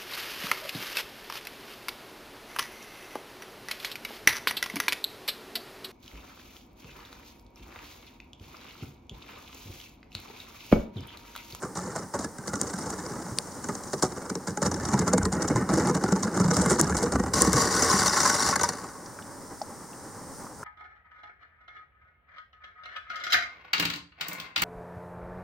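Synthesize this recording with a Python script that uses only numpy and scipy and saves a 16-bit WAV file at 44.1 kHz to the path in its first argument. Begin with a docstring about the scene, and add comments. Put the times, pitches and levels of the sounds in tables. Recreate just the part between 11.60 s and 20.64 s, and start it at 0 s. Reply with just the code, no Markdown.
"""On a still river, a kayak noses through thin ice, heard from its own deck.
Each crack is a swarm of tiny fractures that fizzes (high) in the ice and knocks (middle) and booms
(low) in the hollow hull. Loose plates clack and thud against the boat. The crunching thickens into
a steady grinding, then the boat slides out into open water, where a few drops fall."""
import sys
import numpy as np
from scipy import signal
from scipy.fft import rfft, irfft
from scipy.io import wavfile
from scipy.ndimage import uniform_filter1d

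SR = 44100
rng = np.random.default_rng(int(sys.argv[2]) if len(sys.argv) > 2 else 0)


def bounce(signal):
    """Save signal as a 16-bit WAV file at the path given by the first command-line argument."""
    frames = np.transpose(np.atleast_2d(signal))
    limited = np.clip(frames, -1, 1)
    pcm = np.round(limited * 32767).astype(np.int16)
    wavfile.write(sys.argv[1], SR, pcm)


N = 398663
TIME = np.arange(N) / SR
BOOM_TOP_HZ, KNOCK_TOP_HZ, FIZZ_FROM_HZ = 573, 2700, 3160
GRIND_START_S, GRIND_ATTACK_S, STALL_S = 5.735, 0.0015, 0.041


def from_db(db):
    """Turns decibels into a number to multiply by."""
    return 10 ** (np.asarray(db) / 20)


def rms_one(x):
    """Scales a sound so that its average power is 1."""
    return x / np.sqrt(np.mean(x ** 2) + 1e-20)


def unit_energy(x):
    """Scales a sound so that its squares add up to 1."""
    return x / np.sqrt(np.sum(x ** 2) + 1e-20)


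def decay(t, t60):
    """Fades by 60 dB in t60 seconds, the fade time."""
    return np.exp(-np.log(1000) * t / t60)


def ramp(start_s, length_s):
    """Rises from 0 to 1."""
    return np.clip((TIME - start_s) / length_s, 0, 1)


def drift(rate):
    """A random curve that takes a new turn rate times a second."""
    knots = rng.standard_normal(8192)
    return np.interp(TIME * rate, np.arange(len(knots)), knots)


def add(track, s, sound):
    """Mixes a sound into a track at s seconds."""
    start = max(round(s * SR), 0)
    part = track[..., start:start + sound.shape[-1]]
    part += sound[..., :part.shape[-1]]


def butter(x, hz, kind, order=4):
    """Keeps the lows, the highs or a band of a sound."""
    sections = signal.butter(order, np.clip(hz, 10, .45 * SR), kind, fs=SR, output="sos")
    return signal.sosfilt(sections, x)


def colour(x, points, size=8192):
    """Shapes the tone along a curve of (Hz, dB) points."""
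    hz, db = np.transpose(points)
    bins_hz = np.arange(size // 2 + 1) * SR / size
    log_gain = np.log(from_db(np.interp(np.log(bins_hz + 1), np.log(hz + 1), db)))
    cepstrum = irfft(log_gain)[:size // 2]
    cepstrum[1:] *= 2   # the filter rings only after a click, never before
    response = irfft(np.exp(rfft(cepstrum, size)))[:size // 2]
    shaped = signal.oaconvolve(np.atleast_2d(x), response[None], axes=1)
    return shaped[:, :x.shape[-1]].reshape(x.shape)


def river(level_db, ripple_db):
    """Water washes softly along the hull, with a wide, steady hiss on top."""
    # Each row: frequency in Hz, gain in dB.
    tone = [(30, -13), (95, -1), (270, 3), (384, -1.5), (584, -1), (670, -9), (800, -1), (1100, -3.5),
            (2000, -14.5), (2500, -28.5), (3600, -28.5), (5400, -14), (7700, -17), (9100, -11.5),
            (10400, -27), (16000, -28)]
    # Each row: frequency in Hz, stereo width in dB.
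    width = [(60, -4), (240, -13), (950, -16), (3770, -13.5), (15000, 6)]
    # The water's swell. Each row: time in seconds, level change in dB.
    wash = [(0, -3), (0.8, -3.5), (1.1, -1), (2.2, 0.5), (2.9, -3.5), (7.2, -1), (8.65, -0.5), (8.8, 2),
            (8.92, -2)]
    mid, side = rng.standard_normal((2, N))
    lapping = butter(mid, KNOCK_TOP_HZ, "low", order=1) * (from_db(ripple_db * drift(25)) - 1)
    pair = mid + lapping + colour(side, width) * [[1], [-1]]
    return from_db(level_db + np.interp(TIME, *np.transpose(wash))) * rms_one(colour(pair, tone))


def fractures(per_s, spread_db, size):
    """Tiny breaks in the ice: random clicks, many small and a few large."""
    born = rng.random(size) < per_s / SR
    signs = rng.choice([-1, 1], size)
    return born * signs * from_db(spread_db * np.minimum(rng.exponential(1, size), 4))


def registers_db(s, level_db, bright_db):
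    """Fizz, knock and boom levels of ice breaking at s seconds."""
    # How much the hull booms. Each row: time in seconds, boom over knock in dB.
    boominess = [(0, 2.5), (2.5, 2), (3.3, 5), (5.9, 2), (6.3, -2.5), (6.55, -6.5), (6.9, -6), (7.3, -3)]
    return np.array([level_db + bright_db, level_db, level_db + np.interp(s, *np.transpose(boominess))])


def crumbling(level_db, bright_db, per_s, spread_db, clump_db, clumps_per_s, trim_db):
    """Ice sticks and slips, breaking in clumps; gives the fizz, knock and boom forces."""
    # The ice holds for a moment. Each row: time in seconds, dip of the fizz in dB.
    stalls = [(.11, -26), (.5, -33), (.73, -29), (3.69, -13), (4.065, -12), (4.71, -6.5), (5.71, -11.5),
              (5.899, -7.5), (6.1, -5.5), (6.51, -4), (6.78, -4.5), (6.979, -12)]
    clicks = fractures(per_s, spread_db, N) * from_db(clump_db * drift(clumps_per_s))
    power = np.abs(uniform_filter1d(clicks ** 2, round(.07 * SR)))
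    clicks = clicks / np.sqrt(power + 1e-9)
    stalled_db = sum(db * np.exp(-((TIME - s) / STALL_S) ** 2) for s, db in stalls)
    hush_db = np.outer([1, 0.68, 0.8], stalled_db)   # knock and boom dip less
    return clicks * from_db(registers_db(TIME, level_db, bright_db) + hush_db + np.array(trim_db)[:, None])


def crunching():
    """Small ice crumbles at the bow until the big sheet takes over."""
    # Each row: time in seconds, relative level in dB, fizz over knock in dB.
    crunch = [(0.0, -60, -17), (0.25, -40, -9), (0.8, -46, -11), (1.099, -38, -3), (1.6, -40, -9.5),
              (1.95, -51.5, -1), (2.3, -54, 6.5), (2.55, -39.5, -9.5), (2.95, -53, -10), (3.3, -31.5, -7.5),
              (3.65, -33.5, -17.5), (4.2, -29, -12), (4.55, -33.5, -10.5), (5.0, -27.5, -8.5),
              (5.3, -31, -9), (5.73, -34, -13)]
    # Thicker ice is lumpier. Each row: time in seconds, spread of the clumps in dB.
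    lumpiness = [(1.8, 4.5), (3.3, 6)]
    s, level_db, bright_db = np.transpose(crunch)
    clump_db = np.interp(TIME, *np.transpose(lumpiness))
    forces = crumbling(np.interp(TIME, s, level_db), np.interp(TIME, s, bright_db), per_s=2800,
                       spread_db=2.5, clump_db=clump_db, clumps_per_s=80, trim_db=[-.3, -.3, -.3])
    return forces * (1 - ramp(GRIND_START_S, GRIND_ATTACK_S))


def stray_bits(per_s, level_db):
    """Drifting crumbs of ice tick on the hull, too light to make it boom."""
    return np.outer([1, 1, 0], from_db(level_db) * fractures(per_s, 1, N))


def cracks(trim_db, click_share, swell_t60, boom_linger_s):
    """Each crack swells in quickly to a sharp click, then its crackle dies as the hull booms on."""
    # Each row: start in seconds, relative level in dB, brightness in dB, fade time in seconds.
    breaks = [(0.02, -3.5, -11.5, 0.22), (0.154, -3, -5, 0.35), (0.354, -2, -7, 0.21),
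              (0.539, -2.5, -7.5, 0.12), (0.59, -6, -2.5, 0.28), (0.644, -6.5, -5, 0.034),
              (0.783, -13, -7.5, 0.045), (0.874, -7, -1.5, 0.075), (0.933, -4, -5.5, 0.04),
              (0.955, -14.5, 3.5, 0.022), (1.012, -5.5, -5, 0.037), (1.302, -18, 8, 0.021),
              (2.041, -8, -7, 0.04), (2.087, -1.5, -10.5, 0.068), (2.152, -14.5, 0.5, 0.0086),
              (2.333, -2.5, -5, 0.047), (2.424, 3.5, -1, 0.085), (2.699, -5, -5, 0.02),
              (2.753, -7, -5.5, 0.013), (2.873, -3, -4, 0.12), (2.972, -4.5, -8, 0.032),
              (3.019, 1.5, -5.5, 0.084), (3.052, 2.5, -4.5, 0.09), (3.114, -2, -8, 0.045),
              (3.14, -8, -3, 0.036), (3.251, -6, -3, 0.055), (3.338, 2, -10.5, 0.1),
              (3.392, -5, 1.5, 0.029), (3.479, -1, -2, 0.042), (3.532, 3, -6.5, 0.036),
              (3.579, -0.5, -3, 0.021), (3.631, -8, -2.5, 0.011), (3.653, -1, -3.5, 0.039),
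              (3.722, -4, -1, 0.13), (3.82, -4, -1.5, 0.056), (3.878, -6.5, 0.5, 0.046),
              (3.958, 1.5, -9, 0.068), (4.089, 2, -11.5, 0.12), (4.134, 0.5, -4, 0.23), (4.173, 1, -6, 0.2),
              (4.271, 2, -7.5, 0.14), (4.295, -0.5, -11, 0.033), (4.35, -5, -1, 0.02),
              (4.437, -0.5, -8.5, 0.034), (4.522, 2, -8, 0.025), (4.627, -5, 0.5, 0.092),
              (4.772, -4, -5.5, 0.019), (4.8, -5, -3, 0.015), (4.881, -4, -7, 0.04), (4.935, -6, 4, 0.17),
              (4.966, -2, 0.5, 0.06), (5.016, -5, 2.5, 0.03), (5.061, -2.5, -0.5, 0.014),
              (5.096, 5.5, -1, 0.2), (5.195, 2.5, -1.5, 0.05), (5.324, -2, -17, 0.03),
              (5.368, -4.5, 4.5, 0.09), (5.429, -1.5, -1, 0.051), (5.522, -1, -6, 0.037),
              (5.557, 0.5, -12.5, 0.019), (5.66, -2.5, -12.5, 0.11), (5.736, -5, 5, 0.09),
              (6.46, 0.5, 5, 0.1), (6.96, 2.5, -3, 0.009), (6.995, -3.5, -4, 0.028), (7.012, -3, -1, 0.016),
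              (7.033, 0.5, 2, 0.074), (7.09, -3, 0.5, 0.028), (7.241, -18, -4, 0.042)]
    forces, lead = np.zeros((3, N)), 512
    t = TIME[:20 * lead] - lead / SR
    for s, db, bright_db, t60 in breaks:
        clicks = fractures(per_s=3000, spread_db=4.5, size=len(t))
        gains = from_db(registers_db(s, db, bright_db) + trim_db)
        for force, gain, dying_t60 in zip(forces, gains, (t60, t60, t60 + boom_linger_s)):
            swarm = unit_energy(clicks * decay(np.abs(t), np.where(t < 0, swell_t60, dying_t60)))
            swarm[lead] += click_share
            add(force, s + .001 + t[0], gain * unit_energy(swarm))
    return forces


def plates(force, low_hz, high_hz, ring_t60, direct_db, hold_s, count, spread_hz=None):
    """Plates of ice take turns to ring, each at its own pitch; spread_hz scatters small shards."""
    # A shard's size sets its tinkle. Each row: time in seconds, typical pitch in Hz.
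    shard_pitch = [(1.2, 6970), (2.4, 5560), (3.4, 5830), (3.58, 7220), (4.3, 5420), (4.97, 6300),
                   (5.08, 8500), (5.2, 5500), (5.37, 7870), (5.8, 7130), (6.0, 5440), (6.72, 6110),
                   (6.85, 5390)]
    at = np.flatnonzero(force)
    turn = (at / SR / hold_s).astype(int)
    chosen = rng.integers(0, count, N)[turn]
    if spread_hz is not None:
        pitch = np.interp(at / SR, *np.transpose(shard_pitch)) + spread_hz * rng.standard_normal(N)[turn]
        chosen = np.round((pitch - low_hz) / (high_hz - low_hz) * (count - 1)) % count
    r = decay(1 / SR, ring_t60)   # share of the ring left after one sample
    gain = np.sqrt((1 - r) * (high_hz - low_hz) / SR)
    out = from_db(direct_db) * force
    for k, hz in enumerate(np.linspace(low_hz, high_hz, count)):
        clicks = np.full(N, 1e-18)
        clicks[at[chosen == k]] = force[at[chosen == k]]
        out += signal.lfilter([gain, 0, -gain], [1, -2 * r * np.cos(2 * np.pi * hz / SR), r * r], clicks)
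    return out / np.sqrt(1 + from_db(direct_db) ** 2)


def loose_ice(fizz, knock, boom):
    """Small shards tinkle briefly, larger floes clack, whole sheets boom."""
    return [plates(fizz, 3740, 10760, ring_t60=0.0031, direct_db=-3.5, hold_s=0.0018, count=23,
                   spread_hz=1800),
            plates(knock, 501, 2292, ring_t60=0.077, direct_db=1.5, hold_s=.007, count=28),
            plates(boom, 62.4, 481.6, ring_t60=0.092, direct_db=-2, hold_s=.002, count=12)]


def hull_response(tone, modes, modes_db, scatter_db, scatter_t60):
    """The boat answers one fracture with a click, ringing notes (modes) and a bright tail."""
    # Each row: frequency in Hz, stereo width in dB.
    width = [(60, -28), (200, -10), (600, -18), (1500, -36), (3000, -18), (5000, 1.5), (9000, 8),
             (13000, 10.5)]
    t = TIME[:8192]
    tail, side = (unit_energy(noise * decay(t, scatter_t60)) for noise in rng.standard_normal((2, len(t))))
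    mid = (t == 0) + from_db(scatter_db) * butter(tail, 2760, "high", order=2)
    for hz, db, t60 in modes:
        dying = decay(t, t60)
        mid += from_db(db + modes_db) * 2 * np.cos(2 * np.pi * hz * t) * dying / dying.sum()
    return colour(np.array([mid, colour(side, width)]), tone)


def through_hull(forces, response, width_db, pans_db):
    """Fizz, knock and boom pass through the boat; slow bending waves bring the low ones later."""
    # Each row: band edges in Hz, filter kind, delay in seconds.
    registers = [(FIZZ_FROM_HZ, "high", 0), ([BOOM_TOP_HZ, KNOCK_TOP_HZ], "band", .001),
                 (BOOM_TOP_HZ, "low", .004)]
    out, apart = np.zeros((2, N)), np.array([[1], [-1]])
    for force, pan_db, (hz, kind, lag_s) in zip(forces, pans_db, registers):
        path = butter(response, hz, kind)
        wandering = np.array([force, force * drift(250)])   # each fracture has its own direction
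        mid, side = signal.oaconvolve(wandering, path / np.sqrt(np.sum(path[0] ** 2)), axes=1)
        add(out, lag_s, (mid + from_db(width_db) * side * apart) * from_db(pan_db / 2 * apart))
    return out


def bumps(t60, top_hz):
    """Loose plates clack against the bow; the wet contact softens their highest notes."""
    # Each row: start in seconds, relative level in dB, lowest note in Hz.
    hits = [(0.028, -32, 1063), (0.538, -28.5, 940), (2.088, -30, 870), (2.336, -24.5, 383),
            (2.433, -16, 375), (6.328, -16, 1067), (6.563, -16.5, 1080), (6.653, -12.5, 1027),
            (6.927, -16, 1090), (7.036, -15, 952)]
    # A plate's notes. Each row: multiple of the lowest note, relative level in dB.
    notes = [(1, -1.5), (1.27, -7.5), (1.59, -8), (2, -7), (2.33, -12)]
    out, t = np.zeros(N), TIME[:SR // 4]
    for s, db, hz in hits:
        for k, (multiple, note_db) in enumerate(notes):
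            ring = np.sin(2 * np.pi * hz * multiple * t) * decay(t, t60)
            add(out, s, (-1) ** k * from_db(db + note_db) * ring)
    return butter(out, top_hz, "low", order=3)


def snaps(level_db, ring_t60, spray_db):
    """Sharp snaps and ticks close by: a very short ring and a bright spray."""
    # Each row: start in seconds, relative level in dB, pitch in Hz, low cut in Hz.
    ticks = [(1.0145, -15.5, 6800, 4060), (1.7863, -13, 4800, 1400), (3.535, -19, 6600, 4000),
             (5.2128, -7.5, 6960, 4800), (5.8202, -4.5, 6900, 4800), (5.931, -11.5, 7400, 4800)]
    out, t = np.zeros((2, N)), TIME[:1024]
    for s, db, hz, low_hz in ticks:
        burst = rng.standard_normal((2, len(t))) * decay(t, 0.0068)
        spray = colour(burst, [(1500, -59), (5000, -4), (9000, 24), (14000, -18)])
        spray *= from_db([[2.5], [-2.5]])   # louder on the left
        snap = np.sin(2 * np.pi * hz * t) * decay(t, ring_t60) + from_db(spray_db) * spray
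        add(out, s, from_db(db + level_db) * butter(snap, low_hz, "high", order=3))
    return out


def thuds(level_db, t60, attack_t60, rise_per_s):
    """A soft blow on the hull rings a floe or a pocket of water, whose pitch lifts as it closes."""
    # Each row: start in seconds, relative level in dB, pitch in Hz.
    blows = [(1.512, -24.5, 181), (1.72, -23, 129), (3.334, -11.5, 203), (3.341, -15, 137),
             (3.403, -12, 182), (3.59, -15, 195), (3.783, -17, 180), (3.952, -11.5, 119), (4.011, -18, 188),
             (4.13, -14, 321), (4.17, -12.5, 331), (4.29, -17, 380), (4.44, -13, 201), (4.523, -7, 191),
             (4.804, -9, 190), (4.85, -8, 177), (4.883, -7, 173), (4.989, -6, 190), (5.068, -14, 168),
             (5.224, -11, 175), (5.433, -14, 483), (5.552, -14, 273), (5.824, -19, 333),
             (5.872, -13.5, 313), (5.878, -9, 186), (5.944, -10, 135), (5.955, -15.5, 302),
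             (6.339, -12.5, 193)]
    out, t = np.zeros(N), TIME[:SR // 4]
    for s, db, hz in blows:
        pocket = np.sin(2 * np.pi * hz * t * (1 + rise_per_s * (t - t60 / 2)))
        add(out, s, from_db(db + level_db) * pocket * decay(t, t60) * (1 - decay(t, attack_t60)))
    return out


def heaves(low_hz, high_hz, t60):
    """The hull flexes with a deep, soft thump as it rides over a sheet."""
    # Each row: start in seconds, relative level in dB.
    flexes = [(3.041, -35), (3.558, -29.5), (5.22, -28.5), (5.519, -29), (5.818, -31)]
    out, t = np.zeros(N), TIME[:SR // 2]
    for s, db in flexes:
        thump = rms_one(butter(rng.standard_normal(len(t)), [low_hz, high_hz], "band", order=3))
        add(out, s, from_db(db) * thump * decay(t, t60))
    return butter(out, 54, "high")


def grinding(stop_s, release_s):
    """A whole sheet catches and shears along the boat, then lets go, and the pieces settle."""
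    held_s = np.clip(TIME, GRIND_START_S, stop_s) - GRIND_START_S
    after_s = np.maximum(TIME - stop_s - release_s, 0)
    level_db = -28 + 1.5 * held_s - 1.5 * ramp(stop_s, release_s) - 50.5 * after_s   # swell, dip, fade
    bright_db = -0.5 + decay(held_s, t60=0.37) - 19 * after_s   # bright first bite, dull ending
    forces = crumbling(level_db, bright_db, per_s=11000, spread_db=2.0, clump_db=3.5,
                       clumps_per_s=260, trim_db=[1.2, .5, .3])
    return forces * ramp(GRIND_START_S - GRIND_ATTACK_S, GRIND_ATTACK_S)


def sheet_edge(fizz, knock, boom):
    """Along the shearing edge, glassy shards jingle and plates take turns to ring."""
    return [plates(fizz, 3530, 10500, ring_t60=0.026, direct_db=-0.5, hold_s=0.0008, count=71,
                   spread_hz=1600),
            plates(knock, 696, 2033, ring_t60=0.077, direct_db=1.5, hold_s=.001, count=24), boom]


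def drops(ring_t60, rise_per_s, splash_db):
    """Each drop makes a small splash and traps a bubble whose pitch rises a little as it dies."""
    # Each row: start in seconds, starting pitch in Hz, relative level in dB.
    drips = [(7.243, 920, -29.5), (7.46, 5640, -42), (7.588, 1400, -36), (7.623, 3430, -49),
             (8.015, 804, -26), (8.016, 5370, -35.5), (8.017, 580, -30), (8.33, 2700, -50),
             (8.867, 1070, -34.5), (9.03, 1360, -35)]
    out, t = np.zeros(N), TIME[:4096]
    envelope = decay(t, ring_t60) * (1 - decay(t, 0.0022))
    for s, hz, db in drips:
        bubble = np.sin(2 * np.pi * hz * t * (1 + rise_per_s * t))
        splash = rms_one(butter(rng.standard_normal(len(t)), [hz / 1.23, hz * 1.18], "band", order=2))
        add(out, s, from_db(db) * (bubble + from_db(splash_db) * splash) * envelope)
    return out


def scene():
    """Cracks, crunch and grinding sound through the hull, over the river."""
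    # Notes of the hull and the ice sheet. Each row: pitch in Hz, relative level in dB, fade in seconds.
    hull_modes = [(78, -4, 0.089), (186, -1, 0.19), (471.4, 4.5, 0.051), (827, 2.5, 0.024),
                  (1120, -5, 0.18), (1483, -11, 0.12), (6250, -11, 0.024)]
    sheet_modes = [(580, -6, 0.066), (762, 5.5, 0.083), (1100, 3, 0.084), (1493, 3.5, 0.048),
                   (1860, -9, 0.045), (4730, -5, 0.0028), (5700, 2, 0.015), (6900, -9, 0.016)]
    # Tone of the struck and the rubbed hull. Each row: frequency in Hz, gain in dB.
    struck_tone = [(24, -66), (66, -10), (189, 1.5), (245, -1), (449, -6), (684, -23.5), (866, -23),
                   (1430, -21), (2120, -31.5), (2540, -44), (5590, -31), (8740, -34.5), (10500, -45),
                   (16000, -57.5)]
    rubbed_tone = [(24, -57), (64, -3.5), (200, 1), (584, -1.5), (666, -13), (920, -3.5), (1040, 0.5),
                   (1220, -1.5), (2010, -8), (2200, -10.5), (2480, -19), (3300, -18.5), (4300, -15.5),
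                   (5740, -11.5), (9460, -15.5), (10400, -23.5), (16000, -35)]
    breaking = cracks(trim_db=[1.4, 1.9, 0.5], click_share=0.16, swell_t60=0.014, boom_linger_s=0.087)
    on_sheet = TIME > GRIND_START_S - STALL_S
    struck = hull_response(struck_tone, hull_modes, modes_db=0, scatter_db=-9, scatter_t60=.014)
    # steady rubbing keeps the hull singing, and the sheet with it
    rubbed = hull_response(rubbed_tone, hull_modes + sheet_modes, modes_db=-0.5, scatter_db=-13,
                           scatter_t60=0.031)
    loose = loose_ice(*(breaking * ~on_sheet + crunching() + stray_bits(per_s=9.1, level_db=-36)))
    ice = through_hull(loose, struck, width_db=-8, pans_db=[.3, -.4, -.5])
    edge = sheet_edge(*(breaking * on_sheet + grinding(stop_s=6.815, release_s=0.077)))
    sheet = through_hull(edge, rubbed, width_db=-5, pans_db=[2.8, -.2, -.4])
    water = river(level_db=-41.94, ripple_db=2.5) + drops(ring_t60=0.035, rise_per_s=1.8, splash_db=-0.5)
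    clacking = bumps(t60=0.099, top_hz=1400)
    flexing = heaves(low_hz=50, high_hz=95, t60=1.0)
    thudding = thuds(level_db=-4.5, t60=0.13, attack_t60=0.017, rise_per_s=0.51)
    snapping = snaps(level_db=7.5, ring_t60=0.0025, spray_db=-20.5)
    return ice + sheet + clacking + flexing + thudding + snapping + water


def record(dry):
    """Rounds off the loudest peaks and cuts the highest treble."""
    rounded = dry / (1 + (dry / .8) ** 6) ** (1 / 6)
    return signal.sosfilt(signal.cheby2(14, 60, 16667, fs=SR, output="sos"), rounded)


dry = scene()
out = record(dry)
bounce(out)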